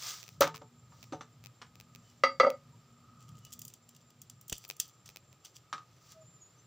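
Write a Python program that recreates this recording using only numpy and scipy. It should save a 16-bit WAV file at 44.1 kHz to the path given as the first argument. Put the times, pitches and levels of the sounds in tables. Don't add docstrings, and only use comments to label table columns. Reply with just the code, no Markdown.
import sys
import numpy as np
from scipy import signal
from scipy.fft import rfft, irfft, next_fast_len
from scipy.io import wavfile
from scipy.ndimage import map_coordinates

SR = 44100
rng = np.random.default_rng(int(sys.argv[2]) if len(sys.argv) > 2 else 0)


def transcribe(signal):
    frames = np.atleast_2d(signal).T
    limited = np.clip(frames, -1, 1)
    pcm = np.round(limited * 32767).astype(np.int16)
    wavfile.write(sys.argv[1], SR, pcm)


N = 293706

# time_s, level_db
HUM_LEVEL = [(0.0, -64), (0.8, -60), (1.82, -61), (1.93, -64), (3.63, -58), (3.73, -62), (4.97, -65.5),
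             (5.47, -65), (6.66, -65)]
# freq_hz, relative_db
HUM_SPECTRUM = [(18, -49), (30, -36), (62, -15), (86, -12), (119, -0.5), (167, -8.5), (244, -20.5),
                (330, -33.5), (430, -64.5), (730, -120)]
# freq_hz, relative_db
AIR_SPECTRUM = [(150, -30), (280, 2.5), (600, -1), (1500, -7.5), (5900, -10), (6700, -14.5), (8200, -18),
                (9200, -23), (13500, -25), (14900, -14.5), (16000, -39)]
# freq_hz, relative_db
SIDE_NOISE_SPECTRUM = [(30, -14), (120, -6), (233, -11), (866, -17), (1250, -7), (1500, -15.5), (5900, -15),
                       (7270, -34.5), (9220, -26), (15500, -21.5), (16000, -59)]
# start_s, length_s, first_hz, last_hz, level_db
FAR_NOTES = [(2.023, 0.123, 3120, 2920, -68.5), (2.723, 0.04, 930, 970, -64.5),
             (3.393, 0.12, 2980, 2920, -66), (6.132, 0.13, 647, 630, -54.5),
             (6.555, 0.089, 5950, 6300, -67)]
# time_s, pitch_hz
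WARBLE_PITCH = [(6.2, 7155), (6.214, 7247), (6.258, 7055), (6.284, 7300), (6.404, 7155), (6.41, 6848),
                (6.424, 6770), (6.52, 7249)]
# freq_hz, t60_s
ECHO_DECAY = [(200, .12), (700, .13), (2000, .18), (8000, .15), (16000, .09)]
# loudest_s, level_db, swell_db_per_s, fade_db_per_s, hollow_fizz_share (0-1)
STROKES = [(0.087, -39.5, 105, 117, 0.16), (.96, -70, 152, 56.5, 0.1), (1.035, -69, 203.5, 297, 0),
           (2.1, -69.5, 93.5, 108, 0.3), (3.22, -67.5, 400, 114, .55), (3.46, -70, 190, 53, 0.45),
           (3.96, -73.5, 120, 143, .7), (4.539, -49, 3000, 112, 1), (4.66, -82, 100, 300, .85),
           (4.81, -48.5, 3004, 226, .85), (5.06, -54, 2998.5, 255, 0.57), (5.451, -47, 3000, 452, 0.68),
           (5.555, -61, 900, 500, .85), (5.58, -58.5, 500, 1302, 0.99), (6.06, -68.5, 76, 147.5, 0.5),
           (6.126, -57.5, 298, 700, 0.2)]
# freq_hz, relative_db
RASP_SPECTRUM = [(180, -44), (300, -20.5), (730, -10.5), (807, -11), (1230, -8), (2100, -6.5), (2360, -8.5),
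                 (5930, 1.5), (10500, -20.5), (13700, -20), (15200, -4.5), (16500, -35.5)]
# freq_hz, relative_db
FIZZ_SPECTRUM = [(1500, -40), (2600, -16), (3400, -3), (3900, -18), (4800, -2), (5300, -12), (6000, 1),
                 (6700, -13), (7300, -2), (8300, -17), (13200, -25), (14900, -13), (15800, -22),
                 (16300, -50)]
# time_s, level_db, treble_tilt_db_per_octave
FIBRE_SNAPS = [(0.407, -16, 14.5), (3.370, -59, -3), (3.388, -56.5, 0), (3.45, -44.5, 2),
               (3.467, -49, -6.5), (3.522, -46, 1), (3.528, -40, 2), (3.535, -39.5, 2.5), (3.592, -40.5, 5),
               (3.617, -38, 4), (3.6508, -39, 5.5), (3.67, -56, 12), (3.680, -41, 5), (3.738, -44, 2),
               (3.8908, -49, -0.5), (3.949, -55, -3.5), (3.964, -53, -2), (4.006, -54, -7.5),
               (4.104, -56, -1), (4.217, -43, 3.5), (4.2983, -43.5, 0.5), (4.412, -48.5, 7),
               (4.481, -42, 9), (4.485, -50, 3), (4.497, -33, 0.5), (4.5222, -27.5, -8.5),
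               (4.5262, -26.5, -3.5), (4.5805, -43, 4.5), (4.680, -47, 18), (4.69, -39.5, 11),
               (4.7662, -49, 3.5), (4.795, -51, 0), (4.8, -21.5, 0.8), (4.879, -51, 11), (5.059, -48.5, 1),
               (5.449, -48, 0), (6.061, -61.5, -5.5), (6.1197, -50.5, -1)]
# freq_hz, relative_db
BURST_SPECTRUM = [(590, -16), (1000, -24.5), (2030, -11.5), (2330, -25.5), (2670, -2), (4500, -8.5),
                  (5110, -2), (7410, 3), (8220, -5), (13200, -13), (14800, 1), (15900, -14)]
# time_s, push_db
DULL_BUMPS = [(4.522, -17)]
# time_s, peak_db, second_tick_loss_db
TICK_EVENTS = [(0.027, -28, 30), (.230, -31.5, 6), (.265, -42.5, 29), (.2805, -33.5, -1.5),
               (.4175, -56, 34), (0.439, -45, 44), (.477, -24, 30), (0.552, -33.5, 4), (.560, -30.5, 2.5),
               (.579, -36, 33), (1.029, -35.5, 10), (1.032, -37.5, 0), (1.44, -35.5, 4.5),
               (1.460, -32, 6.5), (1.756, -38.5, 31), (1.801, -32.5, 3.5), (1.950, -34, 2.5),
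               (2.503, -23, 30), (4.641, -35, -3), (4.701, -20, 6), (5.091, -31, 9), (5.161, -27.5, 3),
               (5.329, -41, 31.5)]
# freq_hz, relative_db
TICK_SPECTRUM = [(150, -32), (400, -4.5), (1700, -10), (2550, 3.5), (2890, -4.5), (6290, -3.5),
                 (8060, -14.5), (12900, -18), (15000, -3.5), (16300, -14), (17000, -43.5)]
# time_s, level_db, brightest_octave_re_1khz, narrowness_db_per_octave,
# ring_length_factor, crack_db
KNOCK_EVENTS = [(0.4077, -8, -.86, 43, 1.38, -13.5), (.418, 0.8, .1, 43, 0.15, -21.5),
                (.44, -16.5, .83, 15, 1.2, -27), (.47, -16, -.51, 7, 0.52, -24),
                (0.542, -30, .53, 25, 0.35, -13.5), (.616, -31.5, -.81, 8, 0.68, -25.5),
                (.92, -46.5, .05, 13, 2.1, -15.5), (1.123, -27.5, -1.6, 22, 1.07, -14.5),
                (1.131, -23.5, -.62, 23, 1, -24.5), (1.209, -21.5, 1.01, 3, 0.34, -25.5),
                (1.217, -47, .2, 12, 0.98, -32), (1.616, -37.5, .81, 16, 0.53, -6.5),
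                (5.728, -25.5, .31, 70, 1.38, -10), (5.779, -37, .31, 70, 1.25, -13)]
# freq_hz, relative_db, t60_s (before the ring length factor)
WOOD_MODES = [(153.8, -8, 0.32), (316.4, 0.5, 0.089), (443, -13.5, 0.34), (555.5, -2, 0.088),
              (747, -7.5, 0.2), (897, -11, 0.28), (946, -3, 0.059), (1168, -8, .12), (1245, -1.5, 0.11),
              (1361, -11, .1), (1740, -16.5, 0.08), (2158, -6, 0.031), (2830, -18, 0.038),
              (2892, -22.5, 0.074), (3590, -10.5, 0.097), (3940, -22, 0.19), (5207, -13.5, 0.082),
              (6070, -7, 0.13), (6350, -16.5, 0.082)]
# freq_hz, relative_db
CRACK_SPECTRUM = [(120, -43.5), (250, -18), (600, -22.5), (1230, -6), (2000, -19.5), (2500, -19),
                  (3000, -17), (3700, -19.5), (4200, -18.5), (6200, -22.5), (6800, -26), (9000, -36),
                  (13300, -57), (15000, -40), (16300, -61.5)]
# time_s, level_db, brightest_octave_re_1khz, clack_db, rise_s
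LANDINGS = [(2.236, -2.5, 1, -21.5, 0.00076), (2.399, 0, 0.85, -26, 0.0021), (2.405, -5, -0.28, -28, .0011),
            (2.431, -2, 0.025, -40.5, 0.0056), (2.448, -10.5, 0.15, -40.5, 0.00048),
            (2.466, -3.5, -0.44, -43, 0.004), (2.491, -21, -0.97, -46, 0.001),
            (2.508, -20.5, -0.77, -48, 0.0037), (2.537, -27.5, -0.62, -51, 0.0056)]
# freq_hz, relative_db, t60_s (before the ring length factor)
STEEL_MODES = [(262, -12, .4), (544.8, -1, 0.35), (557, 5, 0.079), (752, -16.5, 0.26), (872, -20.5, 0.18),
               (909, -13.5, 0.2), (1207, -14.5, 0.28), (1241, 0.5, .15), (1291, -6, 0.18),
               (1545, -31.5, 0.32), (2000, -7.5, .11), (2178, -18, .2), (2560, -30, .15),
               (2738, -21.5, .13), (3180, -26.5, .15), (3320, -22.5, 0.15), (4032, -23, 0.098),
               (4685, -13, 0.3), (5500, -32, .25), (6100, -29, .16), (6480, -26.5, 0.15),
               (7900, -33.5, .12), (13900, -36.5, .12), (14490, -26, .13)]

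AIR_DB, SIDE_NOISE_DB = -70.5, -80.5
OCTAVE_DB, OCTAVE_START_S, OCTAVE_END_S = -70.5, 0.5, 4.45
MID_BAND_DB, HISS_BAND_DB, WARBLE_DB = -75.5, -75, -62
MID_SWELL_S, MID_WIDTH_S, MID_RISE_DB = 3.14, 0.3, 9.7
BODY_DB, EDGE_DB = -14, -15.5
TAIL_DB, TAIL_T60_S = -17, 0.13
TEAR_START_S, TEAR_END_S, SMALL_COUNT, SMALL_MIN_DB = 3.2, 3.75, 12, -59
ANSWER_S, LEAN_DB = 0.0098, 1
CRACK_T60_S = 0.078
FLIGHT_S, ROCK_S = 0.18, 0.026
STEEL_ROUGH, WOOD_ROUGH = 4, 5.5
LOW_HZ, TOP_HZ = 40, 16785


def amp(db):
    return 10 ** (np.asarray(db) / 20)


def unit(x):
    return x / np.sqrt(np.mean(x ** 2) + 1e-20)


def along(points, hz):
    f, v = np.transpose(points)
    return np.interp(np.log(hz + 1), np.log(f + 1), v)


def curve(rows):
    s, values = np.transpose(rows)
    return np.interp(np.arange(N) / SR, s, values)


def span(start_s, length_s, edge_s):
    t = np.arange(N) / SR - start_s
    return np.sin(np.pi / 2 * np.clip(np.minimum(t, length_s - t) / edge_s, 0, 1)) ** 2


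def wobble(rate_hz):
    knots = rng.standard_normal(int(N * rate_hz / SR) + 4)
    return map_coordinates(knots, [np.arange(N) * rate_hz / SR])


def filtered(x, response):
    m = next_fast_len(x.shape[-1] + 8192)
    return irfft(rfft(x, m) * response(np.fft.rfftfreq(m, 1 / SR)), m)[..., :x.shape[-1]]


def noise(spectrum, size=N, tilt_db=0, grain_db=0):
    steps = np.repeat(rng.standard_normal(size // 44 + 1), 44)[:size]
    grains = amp(grain_db * steps)
    colour = lambda hz: amp(along(spectrum, hz) + tilt_db * np.log2((hz + 50) / 6000))
    return unit(filtered(grains * rng.standard_normal(size), colour))


def band(hz, width_hz):
    return unit(filtered(rng.standard_normal(N), lambda f: 1 / (1 + ((f - hz) / width_hz) ** 2)))


def pulse(spectrum, size=1024):
    magnitude = amp(along(spectrum, np.fft.rfftfreq(size, 1 / SR)))
    cepstrum = irfft(np.log(np.maximum(magnitude, 1e-4)))
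    cepstrum[1:size // 2] *= 2
    cepstrum[size // 2 + 1:] = 0
    p = irfft(np.exp(rfft(cepstrum)))[:size // 2]
    return p / np.abs(p).max()


def add(track, s, sound):
    track[round(s * SR):][:len(sound)] += sound


def ring(modes, t, bright, fall_db, length, rise_s, reach_db, bend, rough):
    hz, db, t60_s = np.transpose(modes)[:, :, None]
    octaves_off = np.abs(np.log2(hz / 1000) - bright)
    db = db - np.minimum(fall_db * octaves_off, reach_db)
    start = 2 * np.pi * rng.random(hz.shape) * (hz > 1320)
    steps = np.repeat(rng.standard_normal((len(hz), len(t) // 64 + 1)), 64, axis=1)[:, :len(t)]
    drift = rough * np.cumsum(steps, axis=1) * np.sqrt(64 * SR) / (64 * SR)
    fade = amp(db - 60 * (t / (t60_s * length)) ** bend) * (1 - np.exp(-t / rise_s))
    return fade * np.sin(2 * np.pi * hz * t + start + drift) / amp(db).sum()


def yard():
    hum = amp(curve(HUM_LEVEL) + 3 * wobble(12)) * unit(noise(HUM_SPECTRUM) + 0.44 * band(120, 6.5))
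    octave_gate = span(OCTAVE_START_S, OCTAVE_END_S - OCTAVE_START_S, 0.073)
    octave = amp(OCTAVE_DB) * octave_gate * band(239, 5.2)
    swell_db = MID_RISE_DB * np.exp(-((np.arange(N) / SR - MID_SWELL_S) / MID_WIDTH_S) ** 2)
    mid_band = amp(MID_BAND_DB + swell_db + 1.5 * wobble(1.8) + 1.9 * wobble(8.8)) * band(1250, 55)
    shimmer_db = 1.5 * wobble(2.5) + 2.5 * wobble(40)
    hiss_band = amp(HISS_BAND_DB + shimmer_db) * band(7320, 95)
    air = amp(AIR_DB + 0.56 * wobble(38) + 0.8 * wobble(0.72)) * noise(AIR_SPECTRUM)
    return hum + octave + mid_band + hiss_band + air


def notes():
    out, t = np.zeros(N), np.arange(N) / SR
    flutter, waver = wobble(45), wobble(150)
    tones = []
    for s, length_s, first_hz, last_hz, db in FAR_NOTES:
        glide_hz = np.interp(t, [s, s + length_s], [first_hz, last_hz])
        tones.append((glide_hz, amp(db) * span(s, length_s, 0.41 * length_s)))
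    start_s, end_s = WARBLE_PITCH[0][0], WARBLE_PITCH[-1][0]
    tones.append((curve(WARBLE_PITCH), amp(WARBLE_DB) * span(start_s, end_s - start_s, 0.013)))
    for hz, gain in tones:
        strength = gain * amp(0.66 * hz / 1000 * flutter)
        out += strength * np.sin(2 * np.pi * np.cumsum(hz * (1 + 0.0049 * waver)) / SR)
    return out


def shed(x):
    hz, t, z = signal.stft(rng.standard_normal((2, SR // 3)), SR, nperseg=256)
    decay = amp(-60 * t / along(ECHO_DECAY, hz)[:, None])
    tail = signal.istft(z * decay, SR, nperseg=256)[1]
    delayed = np.pad(x, (300, 0))[None]
    return signal.fftconvolve(delayed, tail / np.linalg.norm(tail[0]), axes=1)[:, :N]


def rubbing():
    rasp = noise(RASP_SPECTRUM, grain_db=2.0) + amp(BODY_DB) * band(1250, 55) + amp(EDGE_DB) * band(7320, 95)
    rasp = unit(amp(0.81 * wobble(38)) * rasp)
    fizz = unit(amp(3.2 * wobble(57)) * noise(FIZZ_SPECTRUM, grain_db=7))
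    out, t = np.zeros(N), np.arange(N) / SR
    for s, db, swell, fade, hollow in STROKES:
        hollow = np.clip(hollow, 0, 1)
        stroke = amp(db - np.maximum(swell * (s - t), fade * (t - s)))
        out += stroke * (np.sqrt(1 - hollow) * rasp + np.sqrt(hollow) * fizz)
    return out


def fibres():
    out, t = np.zeros(N + SR), np.arange(SR // 6) / SR
    small = [(TEAR_START_S + (TEAR_END_S - TEAR_START_S) * u, SMALL_MIN_DB + 6 * v, -7 * w)
             for u, v, w in rng.random((SMALL_COUNT, 3))]
    shape = t / 0.0021 * np.exp(1 - t / 0.0015)
    for s, db, tilt_db in FIBRE_SNAPS + small:
        burst = shape * noise(BURST_SPECTRUM, len(t), tilt_db)
        tail = amp(TAIL_DB - 60 * t / TAIL_T60_S) * noise(FIZZ_SPECTRUM, len(t), tilt_db, grain_db=1.5)
        add(out, s - 0.0005, amp(db) * (burst + tail))
    for s, db in DULL_BUMPS:
        u = t / 0.0011
        add(out, s, -amp(db) * u * (1 - u / 2) * np.exp(-u))
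    return out[:N]


def ticks():
    out, spike = np.zeros((2, N + SR)), -pulse(TICK_SPECTRUM)
    for (s, db, loss_db), leans in zip(TICK_EVENTS, rng.uniform(-1.1, 1, (len(TICK_EVENTS), 2))):
        for at, level_db, lean in zip([s, s + ANSWER_S], [db, db - loss_db], leans):
            add(out[0], at, amp(level_db) * spike)
            add(out[1], at, amp(level_db + LEAN_DB) * lean * spike)
    return out[:, :N]


def stool():
    out, t = np.zeros(N + SR), np.arange(SR // 4) / SR
    for s, db, bright, fall_db, length, crack_db in KNOCK_EVENTS:
        crack_env = amp(crack_db - 60 * t / CRACK_T60_S) * (1 - np.exp(-t / 0.00034))
        crack = crack_env * noise(CRACK_SPECTRUM, len(t), grain_db=5.0)
        modes = ring(WOOD_MODES, t, bright, fall_db, length, 0.0009, reach_db=22.0, bend=0.99, rough=WOOD_ROUGH)
        add(out, s, amp(db) * (modes.sum(0) + crack))
    return out[:N]


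def blade():
    out, t = np.zeros(N + SR), np.arange(SR // 3) / SR
    mode_hz = np.array(STEEL_MODES)[:, :1]
    choke_db = along([(500, -25.5), (1300, -20.0), (2500, -7.5), (5000, -15)], mode_hz)
    clack_spectrum = [(150, -39.5), (400, -12.5), (1500, 2.0), (6000, -7.0), (8000, -27.5), (16000, -51.5)]
    for k, (s, db, bright, clack_db, rise_s) in enumerate(LANDINGS):
        free_s = ROCK_S if k else FLIGHT_S
        pressed = 1 / (1 + np.exp(np.clip((free_s - t) / (0.12 * free_s), -30, 30)))
        modes = ring(STEEL_MODES, t, bright, 7.3, 0.83, rise_s, reach_db=40, bend=0.98, rough=STEEL_ROUGH)
        tone = (modes * amp(choke_db * pressed)).sum(0)
        clack = amp(clack_db - 60 * t / 0.042) * noise(clack_spectrum, len(t))
        add(out, s, amp(db) * (tone + clack))
    return out[:N]


def scene():
    tick, tick_side = ticks()
    knocks = blade() + stool()
    stalk = fibres() + rubbing() + tick
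    knock_echo, stalk_echo = shed(knocks), shed(stalk)
    mid = knocks + stalk + amp(-9.5) * knock_echo[0] + amp(-19) * stalk_echo[0] + yard() + notes()
    side_echo = amp(-54) * knock_echo[1] + amp(-40) * stalk_echo[1]
    side = tick_side + side_echo + amp(SIDE_NOISE_DB) * noise(SIDE_NOISE_SPECTRUM)
    return np.array([mid + side, mid - side])


def record(dry):
    edge = lambda hz: np.sin(np.pi / 2 * np.clip((TOP_HZ - hz) / 500, 0, 1)) ** 2
    return filtered(dry, lambda hz: (1j * hz / (LOW_HZ + 1j * hz)) ** 2 * edge(hz))


dry = scene()
out = record(dry)
transcribe(out)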